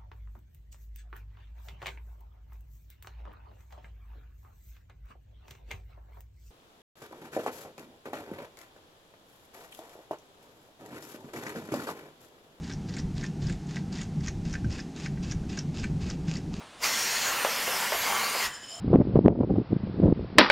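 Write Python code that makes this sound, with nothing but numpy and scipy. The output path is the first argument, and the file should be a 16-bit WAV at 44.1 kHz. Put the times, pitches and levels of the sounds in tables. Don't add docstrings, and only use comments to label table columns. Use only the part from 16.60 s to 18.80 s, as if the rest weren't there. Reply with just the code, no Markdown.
import sys
import numpy as np
from scipy import signal
from scipy.fft import rfft, irfft, next_fast_len
from scipy.io import wavfile
from scipy.ndimage import uniform_filter1d, map_coordinates

SR = 44100
rng = np.random.default_rng(int(sys.argv[2]) if len(sys.argv) > 2 else 0)


def output_pcm(signal):
    pcm = np.clip(np.atleast_2d(signal).T, -1, 1) * 32767
    wavfile.write(sys.argv[1], SR, np.round(pcm).astype(np.int16))


N = 97020
TIME_S = np.arange(N) / SR


def amp(db):
    return 10 ** (np.asarray(db) / 20)


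def unit(x):
    return x / np.sqrt(np.mean(x ** 2) + 1e-20)


def along(points, hz):
    point_hz, values = np.transpose(points)
    return np.interp(np.log(hz + 1), np.log(point_hz + 1), values)


def curves(rows):
    times_s, *columns = np.transpose(rows)
    return [np.interp(TIME_S, times_s, column) for column in columns]


def wobble(knots_per_s):
    return map_coordinates(rng.standard_normal(N // 20), [TIME_S * knots_per_s], mode="wrap")


def filtered(x, response):
    size = next_fast_len(N + SR // 2)
    return irfft(rfft(x, size) * response(np.fft.rfftfreq(size, 1 / SR)), size)[..., :N]


def resonate(x, modes):
    return filtered(x, lambda f: sum(
        (-1) ** k * amp(db) * 1j * f * width_hz / (hz * hz - f * f + 1j * f * width_hz)
        for k, (hz, width_hz, db) in enumerate(modes)))


def ringing(modes):
    return unit(resonate(rng.standard_normal(N), modes))


def turbulence(spectrum, patchy_db):
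    cells = signal.stft(rng.standard_normal(N), nperseg=512)[2]
    patches = uniform_filter1d(rng.standard_normal(cells.shape), size=4, axis=0)
    patches = uniform_filter1d(patches, size=14, axis=1)
    noise = signal.istft(cells * amp(patchy_db * unit(patches)), nperseg=512)[1][:N]
    return unit(filtered(noise, lambda hz: amp(along(spectrum, hz))))


def swells(rows, width_ratio):
    total = np.zeros(N)
    for middle_s, length_s, hz, db in rows:
        band = filtered(rng.standard_normal(N), lambda f: 1 / (1 + 2 * ((f / hz - 1) / width_ratio) ** 2))
        total += amp(db) * np.exp(-2 * ((TIME_S - middle_s) / length_s) ** 2) * unit(band)
    return total


def valve_db(lead_s=0):
    squeeze_s, full_s, shut_s = 0.19, 0.2404, 1.862
    range_db, surge_db, surge_s, shut_db_per_s = 37, 3.5, 0.037, 560
    t = TIME_S + lead_s
    opening = range_db * np.minimum(t - full_s, 0) / (full_s - squeeze_s)
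    surge = surge_db * np.exp(-(np.maximum(t - full_s, 0) / surge_s) ** 2)
    return opening + surge - shut_db_per_s * np.maximum(t - shut_s, 0)


def background():
    # frequency in Hz, relative density in dB.
    spectrum = [(25,-11),(100,-1),(400,-1.5),(1000,-2),(2100,-6),(3600,-5.5),(5500,-13.5),(9500,-16),(11500,-30),(16000,-38)]
    return amp(-51) * turbulence(spectrum, patchy_db=1.5)


def workshop(x, wet_db):
    # frequency in Hz, T60 in seconds.
    decay = [(400,0.78),(1500,0.49),(5000,0.13),(14000,0.26)]
    hz, t, cells = signal.stft(rng.standard_normal(SR // 2), SR, nperseg=256)
    tail = signal.istft(cells * amp(-60 * t / along(decay, hz)[:, None]), SR, nperseg=256)[1]
    tail = np.pad(tail / np.linalg.norm(tail), (130, 0))
    return (x + amp(wet_db) * signal.fftconvolve(x, tail)[:N]) / np.hypot(1, amp(wet_db))


def room_boom():
    drive = amp(valve_db()) * rng.standard_normal(N)
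    return amp(-56.5) * unit(resonate(drive, modes=[(221.5, 26, -4.5), (137, 7.7, -9.5)]))


def hose_thumps():
    # middle in seconds, length in seconds, pitch in Hz, level in dB.
    thumps = [(.7,0.09,70.7,-56),(1.865,0.026,72,-47.5)]
    return swells(thumps, width_ratio=0.71)


def mower_body(force, contact_hz=3500):
    # frequency in Hz, width in Hz, gain in dB.
    modes = [(400,140,-6),(550,165,0.5),(760,270,-2.5),(1150,300,-5.5),(2500,1200,-15)]
    return filtered(resonate(force, modes), lambda hz: 1 / (1 + 1j * hz / contact_hz))


def mower_knocks(rise_s=0.006, t60_s=0.19, low_cut_hz=700):
    # start in seconds, peak of the blow in dB, level of the rattle in dB.
    knocks = [(.008,-41,-45),(.204,-39,-43),(.848,-13.5,-26.5),(.8516,-21,-36),(1.077,-21,-31),(1.3212,-21,-29),(1.347,-21.5,-35),(1.75,-25,-33)]
    blows, rattle_power = np.zeros(N), np.zeros(N)
    for start_s, blow_db, rattle_db in knocks:
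        blows[int(start_s * SR)] += amp(blow_db)
        age_s = np.maximum(TIME_S - start_s, 0)
        rattle_power += np.minimum(age_s / rise_s, 1) * amp(rattle_db - 60 * age_s / t60_s) ** 2
    thud = mower_body(blows) / np.abs(mower_body(signal.unit_impulse(N))).max()
    chatter = filtered(rng.standard_normal(N), lambda hz: hz / np.hypot(hz, low_cut_hz))
    return thud + np.sqrt(rattle_power) * unit(mower_body(chatter))


def thin_flow(flutter_db=2.4, waver_s=0.00012):
    # frequency in Hz, width in Hz, relative gain in dB.
    tube_modes = [(3067,58,-1),(5180,120,-3.5),(7140,97,-2),(8840,420,-16.5)]
    # time in seconds, whistle level in dB.
    strength = [(.18,-70),(.205,-48),(.32,-66),(1.72,-54),(1.84,-45),(1.965,-43.5),(1.992,-49.5),(2.06,-45.5),(2.13,-42),(2.2,-46.5)]
    # time in seconds, pitch shift as a fraction.
    bends = [(2.01,0),(2.06,-.012),(2.2,.012)]
    # middle in seconds, length in seconds, pitch in Hz, level in dB.
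    hoots = [(1.95,0.15,1715,-48),(2.172,0.12,695,-52.5)]
    (level_db,), (bend,) = curves(strength), curves(bends)
    bent_s = TIME_S + np.cumsum(bend) / SR
    whistle = np.zeros(N)
    for mode in tube_modes:
        flutter = amp(flutter_db * wobble(knots_per_s=55))
        tone = resonate(rng.standard_normal(N), [mode])
        read_s = bent_s + waver_s * wobble(knots_per_s=35)
        whistle += flutter * map_coordinates(tone, [SR * read_s], mode="mirror")
    flowing = TIME_S > strength[0][0]
    return flowing * amp(level_db) * unit(whistle) + swells(hoots, width_ratio=0.12)


def edge_tones():
    # middle in seconds, length in seconds, pitch in Hz, level at steady flow in dB.
    edges = [(.245,0.031,4820,-33.5),(.39,0.27,5650,-36),(.5,0.34,6580,-39.5),(.52,0.61,4300,-41.5),(.69,0.08,7100,-45),(.97,0.18,5150,-41),(1.05,0.21,11700,-42.5),(1.15,0.064,5200,-36.5),(1.39,0.11,11860,-38),(1.45,0.058,4640,-37.5),(1.56,0.25,1136,-37.5),(1.56,0.23,2160,-37)]
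    return swells(edges, width_ratio=0.07)


def edge_slide(width_hz=170):
    # time in seconds, pitch in Hz, level at steady flow in dB.
    glide = [(1.52,4000,-70),(1.605,4150,-40),(1.665,4650,-35.5),(1.70,4760,-45),(1.75,4900,-39),(1.86,4930,-38.5)]
    pitch_hz, level_db = curves(glide)
    breath = unit(filtered(rng.standard_normal(N), lambda hz: 1 / (1 + (hz / width_hz) ** 2)))
    return amp(level_db) * unit(breath * np.sin(2 * np.pi * np.cumsum(pitch_hz) / SR))


def deck_roar():
    # frequency in Hz, relative density in dB.
    spectrum = [(150,-34),(350,-19.5),(520,-4),(1100,2.5),(1500,-1),(4000,-17.5)]
    # frequency in Hz, width in Hz, relative gain in dB.
    modes = [(480,88,-1.5),(818,53,3),(940,80,5),(1067,113,4.5),(1252,41,-0.5),(1356,32,-2),(1520,49,3),(2123,42,5)]
    # time in seconds, drive in dB.
    aim = [(.26,-38.5),(.33,-43),(.6,-43),(.66,-39.5),(.82,-39.5),(1.04,-44),(1.11,-37.5),(1.25,-36.5),(1.29,-43),(1.4,-40),(1.46,-35),(1.63,-35),(1.71,-41),(1.78,-36.5),(1.86,-38)]
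    roar = amp(0.5) * turbulence(spectrum, patchy_db=3.0) + amp(-2) * ringing(modes)
    return amp(curves(aim)[0]) * roar


def jet_rush(gain_db=2):
    # frequency in Hz, relative density in dB.
    spectrum = [(25,-31),(70,-37),(200,-13),(330,-12),(550,-11),(1200,-6),(1900,-0.5),(2800,-2),(3700,-7.5),(5500,-18.5)]
    # time in seconds, level before gain in dB.
    levels = [(.275,-33),(.31,-33.5),(.6,-36),(.67,-33),(.9,-36),(1.06,-36.5),(1.22,-33),(1.31,-36.5),(1.55,-33.5),(1.72,-36),(1.86,-32.5)]
    return amp(curves(levels)[0] + gain_db) * turbulence(spectrum, patchy_db=2.0)


def jet_hiss(gain_db=1):
    # frequency in Hz, relative density in dB.
    spectrum = [(2000,-14),(3300,-14.5),(3850,-9),(4400,0.5),(7200,-0.5),(8100,-9.5),(11000,-24)]
    # time in seconds, level before gain in dB.
    levels = [(.3,-35),(.69,-35.5),(.77,-39),(1.16,-39),(1.3,-37),(1.55,-38),(1.72,-39.5),(1.86,-36)]
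    return amp(curves(levels)[0] + gain_db) * turbulence(spectrum, patchy_db=3.0)


def nozzle_fizz(onset_s=0.218, rise_db_per_s=4000):
    # frequency in Hz, relative density in dB.
    spectrum = [(4500,-11.5),(8000,0.5),(9500,3.5),(13100,-11),(16000,-3)]
    # frequency in Hz, width in Hz, relative gain in dB.
    modes = [(8970,230,-0.5),(11790,470,1.5),(14100,420,-1.5)]
    onset = amp(np.minimum(rise_db_per_s * (TIME_S - onset_s), 0))
    return onset * (amp(-41.5) * turbulence(spectrum, patchy_db=6.0) + amp(-44) * ringing(modes))


def blast():
    jet = deck_roar() + jet_rush() + jet_hiss()
    fizz = nozzle_fizz()
    singing = edge_tones() + edge_slide()
    return amp(valve_db()) * (jet + singing) + amp(valve_db(lead_s=0.006)) * fizz


def scene():
    air = workshop(blast() + thin_flow(), wet_db=-9.5) + room_boom()
    handling = workshop(mower_knocks(), wet_db=-14) + hose_thumps()
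    mono = air + handling + background()
    return np.array([mono, mono])


def record(dry):
    top_hz = 15800
    return filtered(dry, lambda hz: 1 / (1 + (hz / top_hz) ** 400))


dry = scene()
out = record(dry)
output_pcm(out)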